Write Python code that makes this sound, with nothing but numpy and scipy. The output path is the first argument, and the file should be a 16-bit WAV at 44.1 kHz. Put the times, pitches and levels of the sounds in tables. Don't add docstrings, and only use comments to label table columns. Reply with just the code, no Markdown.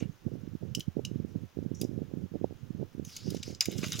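import sys
import numpy as np
from scipy import signal
from scipy.fft import rfft, irfft
from scipy.io import wavfile

SR = 44100
rng = np.random.default_rng(int(sys.argv[2]) if len(sys.argv) > 2 else 0)


def persist_wave(psi):
    counts = np.round(np.clip(psi, -1, 1) * 32767).astype(np.int16)
    wavfile.write(sys.argv[1], SR, np.atleast_2d(counts).T)


N = 176400
TIME = np.arange(N) / SR


# start_s, level_db, t60_s
BOX_SCUFFS = [(.001, -54, 0.1), (0.021, -55, 0.08), (3.61, -44.5, 0.099), (3.827, -43.5, 0.051),
              (3.8395, -38.5, 0.024), (3.858, -54, 0.13), (3.931, -50.5, 0.091)]
# pitch_hz, width_hz, gain_db
BOX_MODES = [(595, 67, 5.5), (1030, 750, 3), (1300, 420, 8), (2410, 590, 7.5), (2920, 230, 9.5),
             (3500, 1200, -4)]
# time_s, level_db
BRUSH_LEVEL = [(0, -54.5), (.03, -75), (.06, -90), (1.74, -94.5), (1.75, -57), (1.785, -67), (1.8, -61),
               (1.85, -71), (1.885, -89), (1.95, -95)]
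# pitch_hz, width_hz, gain_db
CREASE_MODES = [(5600, 210, 7), (6600, 1300, 3)]
# time_s, level_db
DRAUGHT_LEVEL = [(0.0, -50), (0.02, -33.5), (0.1, -48), (0.13, -55.5), (0.2, -64.5), (0.27, -35),
                 (0.3, -44.5), (0.33, -35.5), (0.4, -44), (0.48, -44), (0.51, -46.5), (0.56, -47.5),
                 (0.59, -69), (0.62, -36.5), (0.76, -46), (0.79, -37), (0.85, -65), (0.88, -41.5),
                 (0.93, -65), (0.96, -44.5), (0.98, -31.5), (1.02, -44), (1.2, -41), (1.34, -44.5),
                 (1.36, -37), (1.4, -44), (1.45, -42), (1.49, -70), (1.54, -64), (1.57, -41), (1.73, -43),
                 (1.77, -44.5), (1.85, -36), (1.88, -41.5), (2.03, -38.5), (2.07, -47.5), (2.14, -40.5),
                 (2.25, -38.5), (2.29, -62), (2.36, -29.5), (2.38, -49), (2.45, -35), (2.48, -47.5),
                 (2.6, -52.5), (2.63, -46), (2.67, -46.5), (2.7, -52), (2.78, -40), (2.82, -33.5),
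                 (2.9, -59), (3.0, -41.5), (3.14, -58), (3.24, -46.5), (3.27, -35), (3.36, -40),
                 (3.43, -51), (3.5, -37.5), (3.65, -64.5), (3.68, -37), (4.0, -42)]
# centre_s, level_db, nominal_pitch_hz
LARGE_EDDIES = [(0.0259, -19, 214), (0.0575, -25, 145), (0.0962, -28, 135), (0.2669, -19.5, 199),
                (0.3185, -28, 252), (0.3378, -24.5, 206), (0.4358, -30, 190), (0.4769, -27, 235),
                (0.5359, -30.5, 190), (0.553, -24, 220), (0.6343, -25.5, 187), (0.6523, -26.5, 242),
                (0.7154, -28, 106), (0.7748, -24, 222), (0.793, -29.5, 161), (0.8824, -19.5, 159),
                (0.9695, -16.5, 279), (0.9943, -19, 324), (1.0515, -33, 150), (1.079, -31.5, 130),
                (1.1151, -24, 240), (1.1597, -20, 203), (1.2015, -21, 204), (1.2489, -22.5, 240),
                (1.36, -19.5, 192), (1.4366, -28, 197), (1.5722, -22.5, 270), (1.5894, -21, 280),
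                (1.628, -25.5, 258), (1.663, -21, 196), (1.7165, -20.5, 253), (1.7395, -29, 180),
                (1.817, -20, 264), (1.8343, -20, 298), (1.8505, -17.5, 272), (1.8932, -26.5, 222),
                (1.9149, -27, 273), (1.9345, -31, 284), (1.9628, -30, 160), (1.9785, -21.5, 242),
                (2.0193, -21.5, 264), (2.1388, -23.5, 256), (2.1732, -23, 220), (2.2394, -24.5, 173),
                (2.2563, -36, 180), (2.3186, -32, 198), (2.3405, -27.5, 305), (2.3556, -19.5, 300),
                (2.4149, -22.5, 257), (2.4439, -12, 380), (2.5094, -31.5, 335), (2.5253, -31.5, 305),
                (2.6331, -33, 140), (2.7068, -23.5, 190), (2.7502, -27.5, 200), (2.7958, -31, 138),
                (2.8109, -27, 200), (2.8286, -22.5, 324), (2.9509, -30.5, 229), (2.9819, -29.5, 232),
                (2.9978, -22.5, 265), (3.0272, -29.5, 201), (3.0749, -34.5, 158), (3.2593, -27, 197),
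                (3.2863, -23, 146), (3.3226, -24.5, 270), (3.3474, -20, 342), (3.3663, -27, 181),
                (3.4032, -33.5, 188), (3.4801, -30, 315), (3.5057, -28.5, 267), (3.5272, -34, 310),
                (3.6863, -17.5, 294), (3.7597, -27.5, 128), (3.7903, -22, 220), (3.8091, -32, 160),
                (3.8345, -22, 297), (3.8676, -27.5, 185), (3.8929, -27, 166), (3.9539, -31, 168)]
# frequency_hz, gain_db
PORT_EQ = [(20, -6), (50, -10), (85, 4), (150, 4.5), (260, 0.5), (380, 1), (600, 0.5), (900, 5.5),
           (1500, -19)]
# frequency_hz, gain_db
RUMBLE_EQ = [(20, -17), (50, -19), (90, -6.5), (160, -5), (280, -10), (500, -19.5), (1500, -76)]
# frequency_hz, gain_db
HISS_EQ = [(20, 8), (100, 9), (200, 3), (400, 8), (900, 5.5), (1500, 5), (2200, 0.5), (3000, 1),
           (4500, -4.5), (6600, -5.5), (8300, -19.5), (13000, -24), (15000, -4), (16000, -10.5)]
# start_s, ring_pitch_hz, ring_db, crack_db, sizzle_db, crack_low_cut_hz
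CREASE_POPS = [(.749, 2970, -36, -32.5, -47.5, 4230), (0.7956, 6700, -61, -49, -51, 2600),
               (0.8056, 3010, -42.5, -42.5, -62, 2980), (1.0497, 2910, -41.5, -38, -56, 4100),
               (1.7484, 6160, -60, -60, -71.5, 5030), (1.8005, 6400, -62, -60, -90, 5000),
               (1.813, 5070, -51.5, -38, -46, 2700), (1.841, 5600, -58, -52.5, -86, 4970),
               (3.049, 6560, -51, -52.5, -58.5, 2400), (3.1644, 6680, -45.5, -41, -52, 2600),
               (3.3034, 3870, -56.5, -46, -52.5, 3320), (3.348, 5300, -58, -53, -58.5, 3000),
               (3.367, 4860, -71, -48, -69, 2260), (3.429, 3820, -45, -38.5, -59.5, 1800),
               (3.5478, 5090, -56, -48.5, -73, 3600), (3.607, 5040, -25.5, -25, -39.5, 2450),
               (3.624, 7000, -40.5, -51, -59, 1900), (3.6553, 5240, -46, -35.5, -46, 1690),
               (3.716, 3980, -56, -58, -55, 2300), (3.781, 5150, -55.5, -41, -56.5, 2250),
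               (3.9199, 6300, -40, -32.5, -53, 1380), (3.9295, 3840, -40.5, -48, -47.5, 1970),
               (3.992, 6630, -43, -36.5, -50, 2200)]
# pitch_hz, width_hz, gain_db
FOIL_MODES = [(1390, 360, -9), (2213, 306, -3), (2910, 480, -2), (3910, 610, -2.5), (4370, 440, -6),
              (5025, 360, 1), (6027, 460, 1.5), (6300, 410, 2), (7080, 930, -6)]
# frequency_hz, gain_db
SIZZLE_EQ = [(5000, -21), (7500, -4.5), (9000, 2.5), (11200, 5.5), (13500, 0.5), (15000, 3.5), (16000, 2)]
# time_s, level_db
SLIDE_LEVEL = [(3.04, -73), (3.055, -63), (3.09, -54), (3.13, -51), (3.18, -50.5), (3.23, -55),
               (3.3, -51.5), (3.37, -52.5), (3.41, -59), (3.465, -51), (3.51, -50), (3.56, -61),
               (3.595, -67.5), (3.62, -42), (3.68, -53.5), (3.73, -43.5), (3.765, -50.5), (3.79, -45),
               (3.82, -45.5), (3.845, -36), (3.87, -43.5), (3.91, -43), (3.935, -40), (3.96, -39),
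               (3.98, -44), (4.0, -36)]
# time_s, level_db
SLIDE_SIZZLE = [(3.05, -1), (3.2, -11.5), (3.35, -10), (3.45, -10), (3.7, -16), (3.8, -6), (3.84, -15.5),
                (3.88, -4), (3.95, -16), (4.0, -5)]
# time_s, pitch_hz, level_db
SWISH_PATH = [(3.039, 6400, -95), (3.06, 6300, -58), (3.11, 5500, -61), (3.15, 4600, -57),
              (3.21, 4400, -59.5), (3.27, 5400, -58), (3.33, 4800, -63), (3.402, 5300, -66),
              (3.47, 5000, -53.5), (3.53, 5000, -64), (3.59, 5000, -90), (3.75, 6600, -72),
              (3.89, 6800, -67), (4.0, 6600, -68)]
# frequency_hz, gain_db
MICROPHONE_EQ = [(20, -2), (30, 0), (45, -5), (62, -8.5), (85, 2.5), (200, 2)]

FOIL_SIDE, SIZZLE_SIDE = 0.3, 0.73
SIZZLE_PAN_DB = [[-2], [2]]


def from_db(db):
    return 10 ** (np.asarray(db) / 20)


def unit_rms(x):
    return x / np.sqrt(np.mean(x ** 2) + 1e-20)


def automation(rows):
    return np.interp(TIME, *np.transpose(rows))


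def equalise(x, points):
    size = 8192
    hz, db = np.transpose(points)
    grid_hz = np.maximum(np.fft.rfftfreq(size, 1 / SR), 1)
    gain = from_db(np.interp(np.log(grid_hz), np.log(hz), db))
    cepstrum = irfft(np.log(gain))
    cepstrum[1:size // 2] *= 2
    cepstrum[size // 2 + 1:] = 0
    impulse = irfft(np.exp(rfft(cepstrum)))
    return signal.fftconvolve(x, impulse[None], axes=-1)[:, :x.shape[-1]]


def resonate(x, modes):
    out = 0
    for k, (hz, width_hz, db) in enumerate(modes):
        r = np.exp(-np.pi * width_hz / SR)
        poles = [1, -2 * r * np.cos(2 * np.pi * hz / SR), r * r]
        ringing = signal.lfilter([1, 0, -1], poles, x + 1e-18)
        out = out + (-1) ** k * from_db(db) * (1 - r * r) / 2 * ringing
    return out


def drift(rate_hz):
    r = np.exp(-2 * np.pi * rate_hz / SR)
    return unit_rms(signal.lfilter([1], [1, -2 * r, r * r], rng.standard_normal(N + SR))[SR:])


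def stereo_noise(side, size):
    mid, spread = rng.standard_normal((2, size))
    return np.array([mid + side * spread, mid - side * spread]) / np.sqrt(1 + side * side)


def burst(t, attack_s, t60_s):
    return (1 - np.exp(-t / attack_s)) * from_db(-60 * t / t60_s)


def place(out, start_s, sound, db):
    i = int(start_s * SR)
    rms_in_10_ms = np.sqrt(np.mean(sound ** 2) * sound.shape[-1] / (.01 * SR))
    out[:, i:i + sound.shape[-1]] += sound[..., :N - i] * from_db(db) / rms_in_10_ms


def box_scuffs():
    out, t = np.zeros((2, N)), TIME[:SR // 8]
    for start_s, db, t60_s in BOX_SCUFFS:
        scrape = stereo_noise(FOIL_SIDE, len(t)) * burst(t, attack_s=0.003, t60_s=t60_s)
        place(out, start_s, resonate(scrape, BOX_MODES), db)
    return out


def friction_slips(slips_per_s=5000, spread_db=2.5):
    hits = rng.random(N) < slips_per_s / SR
    return hits * from_db(spread_db * np.minimum(rng.exponential(1, N), 4))


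def crease_brush(slips):
    grains = slips * stereo_noise(FOIL_SIDE, N)
    thin_tone = resonate(resonate(grains, CREASE_MODES), CREASE_MODES)
    return unit_rms(thin_tone) * from_db(automation(BRUSH_LEVEL))


def eddies(rows, stretch=0.97, sharpness=1.94):
    out = np.zeros(N)
    for (centre_s, db, hz), angle in zip(rows, rng.uniform(0, 2 * np.pi, len(rows))):
        centre = int(centre_s * SR)
        near = slice(max(centre - SR // 40, 0), centre + SR // 40)
        phase = 2 * np.pi * hz * (TIME[near] - centre_s) / stretch
        out[near] += from_db(db) * np.cos(phase + angle) / np.cosh(phase * sharpness / np.pi)
    return out


def draught(eddies_per_s=130, lift_db=1.5, spread_db=3, octaves_per_db=0.25, spread_octaves=0.46):
    level_db = automation(DRAUGHT_LEVEL)
    jitter, strength, detune = rng.standard_normal((2000, 3)).T
    centre_s = (np.arange(len(jitter)) + jitter / 4) / eddies_per_s
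    db = np.interp(centre_s, TIME, level_db) + lift_db + spread_db * strength
    octaves = octaves_per_db * (np.maximum(db, -45) + 36.5) + spread_octaves * np.clip(detune, -2, 2)
    nominal_hz = np.minimum(191 * 2 ** octaves, 340)
    small_eddies = np.transpose([centre_s, db, nominal_hz])[(centre_s > 0) & (centre_s < TIME[-1])]
    buffeting = equalise((eddies(small_eddies) + eddies(LARGE_EDDIES))[None], PORT_EQ)
    rumble = unit_rms(equalise(rng.standard_normal((2, N)), RUMBLE_EQ)) * from_db(level_db)
    return buffeting * [[0], [1]] + rumble * from_db([[-41], [-3.5]])


def hiss(level_db=-67):
    return from_db(level_db) * unit_rms(equalise(stereo_noise(side=0.68, size=N), HISS_EQ))


def crease_pops(wobble_depth=0.027, ragged_db=4):
    out, t = np.zeros((2, N)), TIME[:SR // 20]
    ring_trim_db, crack_trim_db, sizzle_trim_db = -.5, -4, 3
    ring_envelope = burst(t, attack_s=.0011, t60_s=.013)
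    crack_envelope = burst(t, attack_s=.00033, t60_s=.027)
    sizzle_envelope = burst(t, attack_s=.00033, t60_s=.021)
    wobbles = drift(rate_hz=167).reshape(-1, len(t))
    for (start_s, hz, ring_db, crack_db, sizzle_db, low_cut_hz), wobble in zip(CREASE_POPS, wobbles):
        ring = np.sin(2 * np.pi * np.cumsum(hz * (1 + wobble_depth * wobble)) / SR)
        ragged = from_db(-ragged_db * np.repeat(rng.standard_normal(len(t)), 20)[:len(t)])
        crack = stereo_noise(FOIL_SIDE, len(t)) * ragged * crack_envelope
        crack = signal.sosfilt(signal.butter(4, low_cut_hz, "high", fs=SR, output="sos"), crack)
        sizzle = stereo_noise(SIZZLE_SIDE, len(t)) * ragged * sizzle_envelope
        sizzle = equalise(sizzle, SIZZLE_EQ) * from_db(SIZZLE_PAN_DB)
        place(out, start_s, ring * ring_envelope, ring_db + ring_trim_db)
        place(out, start_s, resonate(crack, FOIL_MODES), crack_db + crack_trim_db)
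        place(out, start_s, sizzle, sizzle_db + sizzle_trim_db)
    return out


def foil_slide(slips, trim_db=-6.5, patchy_db=3, flicker_db=1):
    grains = slips * stereo_noise(FOIL_SIDE, N)
    body = 0
    for k, mode in enumerate(FOIL_MODES):
        body = body + (-1) ** k * resonate(grains, [mode]) * from_db(patchy_db * drift(rate_hz=28))
    sizzle = unit_rms(equalise(slips * stereo_noise(SIZZLE_SIDE, N), SIZZLE_EQ))
    sizzle *= from_db(SIZZLE_PAN_DB) * from_db(automation(SLIDE_SIZZLE))
    level_db = automation(SLIDE_LEVEL) + trim_db - flicker_db * drift(rate_hz=57)
    return (unit_rms(body) + sizzle) * from_db(level_db)


def foil_swish(width_hz=1380):
    time_s, pitch_hz, level_db = np.transpose(SWISH_PATH)
    phase = 2 * np.pi * np.cumsum(np.interp(TIME, time_s, pitch_hz)) / SR
    low_pass = signal.butter(2, width_hz / 2, fs=SR, output="sos")
    slow_noise = unit_rms(signal.sosfilt(low_pass, rng.standard_normal((2, N))))
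    band = slow_noise[0] * np.cos(phase) + slow_noise[1] * np.sin(phase)
    return band * from_db(np.interp(TIME, time_s, level_db))


def room(x, predelay_s=0.002):
    t = TIME[:SR // 2]
    echoes = 0
    for db, t60_s in ((-14, 0.072), (-13, 0.19)):
        decay = stereo_noise(side=0.37, size=len(t)) * from_db(-60 * t / t60_s) * (t > predelay_s)
        echoes = echoes + from_db(db) * unit_rms(decay) / np.sqrt(len(t))
    return x + signal.fftconvolve(x, echoes, axes=-1)[:, :N]


def scene():
    slips = friction_slips()
    handling = box_scuffs() + crease_brush(slips) + crease_pops() + foil_slide(slips) + foil_swish()
    return room(handling) + draught() + hiss()


def record(dry, high_cut_hz=16100):
    high_cut = signal.ellip(10, .2, 70, high_cut_hz, fs=SR, output="sos")
    return signal.sosfilt(high_cut, equalise(dry, MICROPHONE_EQ))


dry = scene()
out = record(dry)
persist_wave(out)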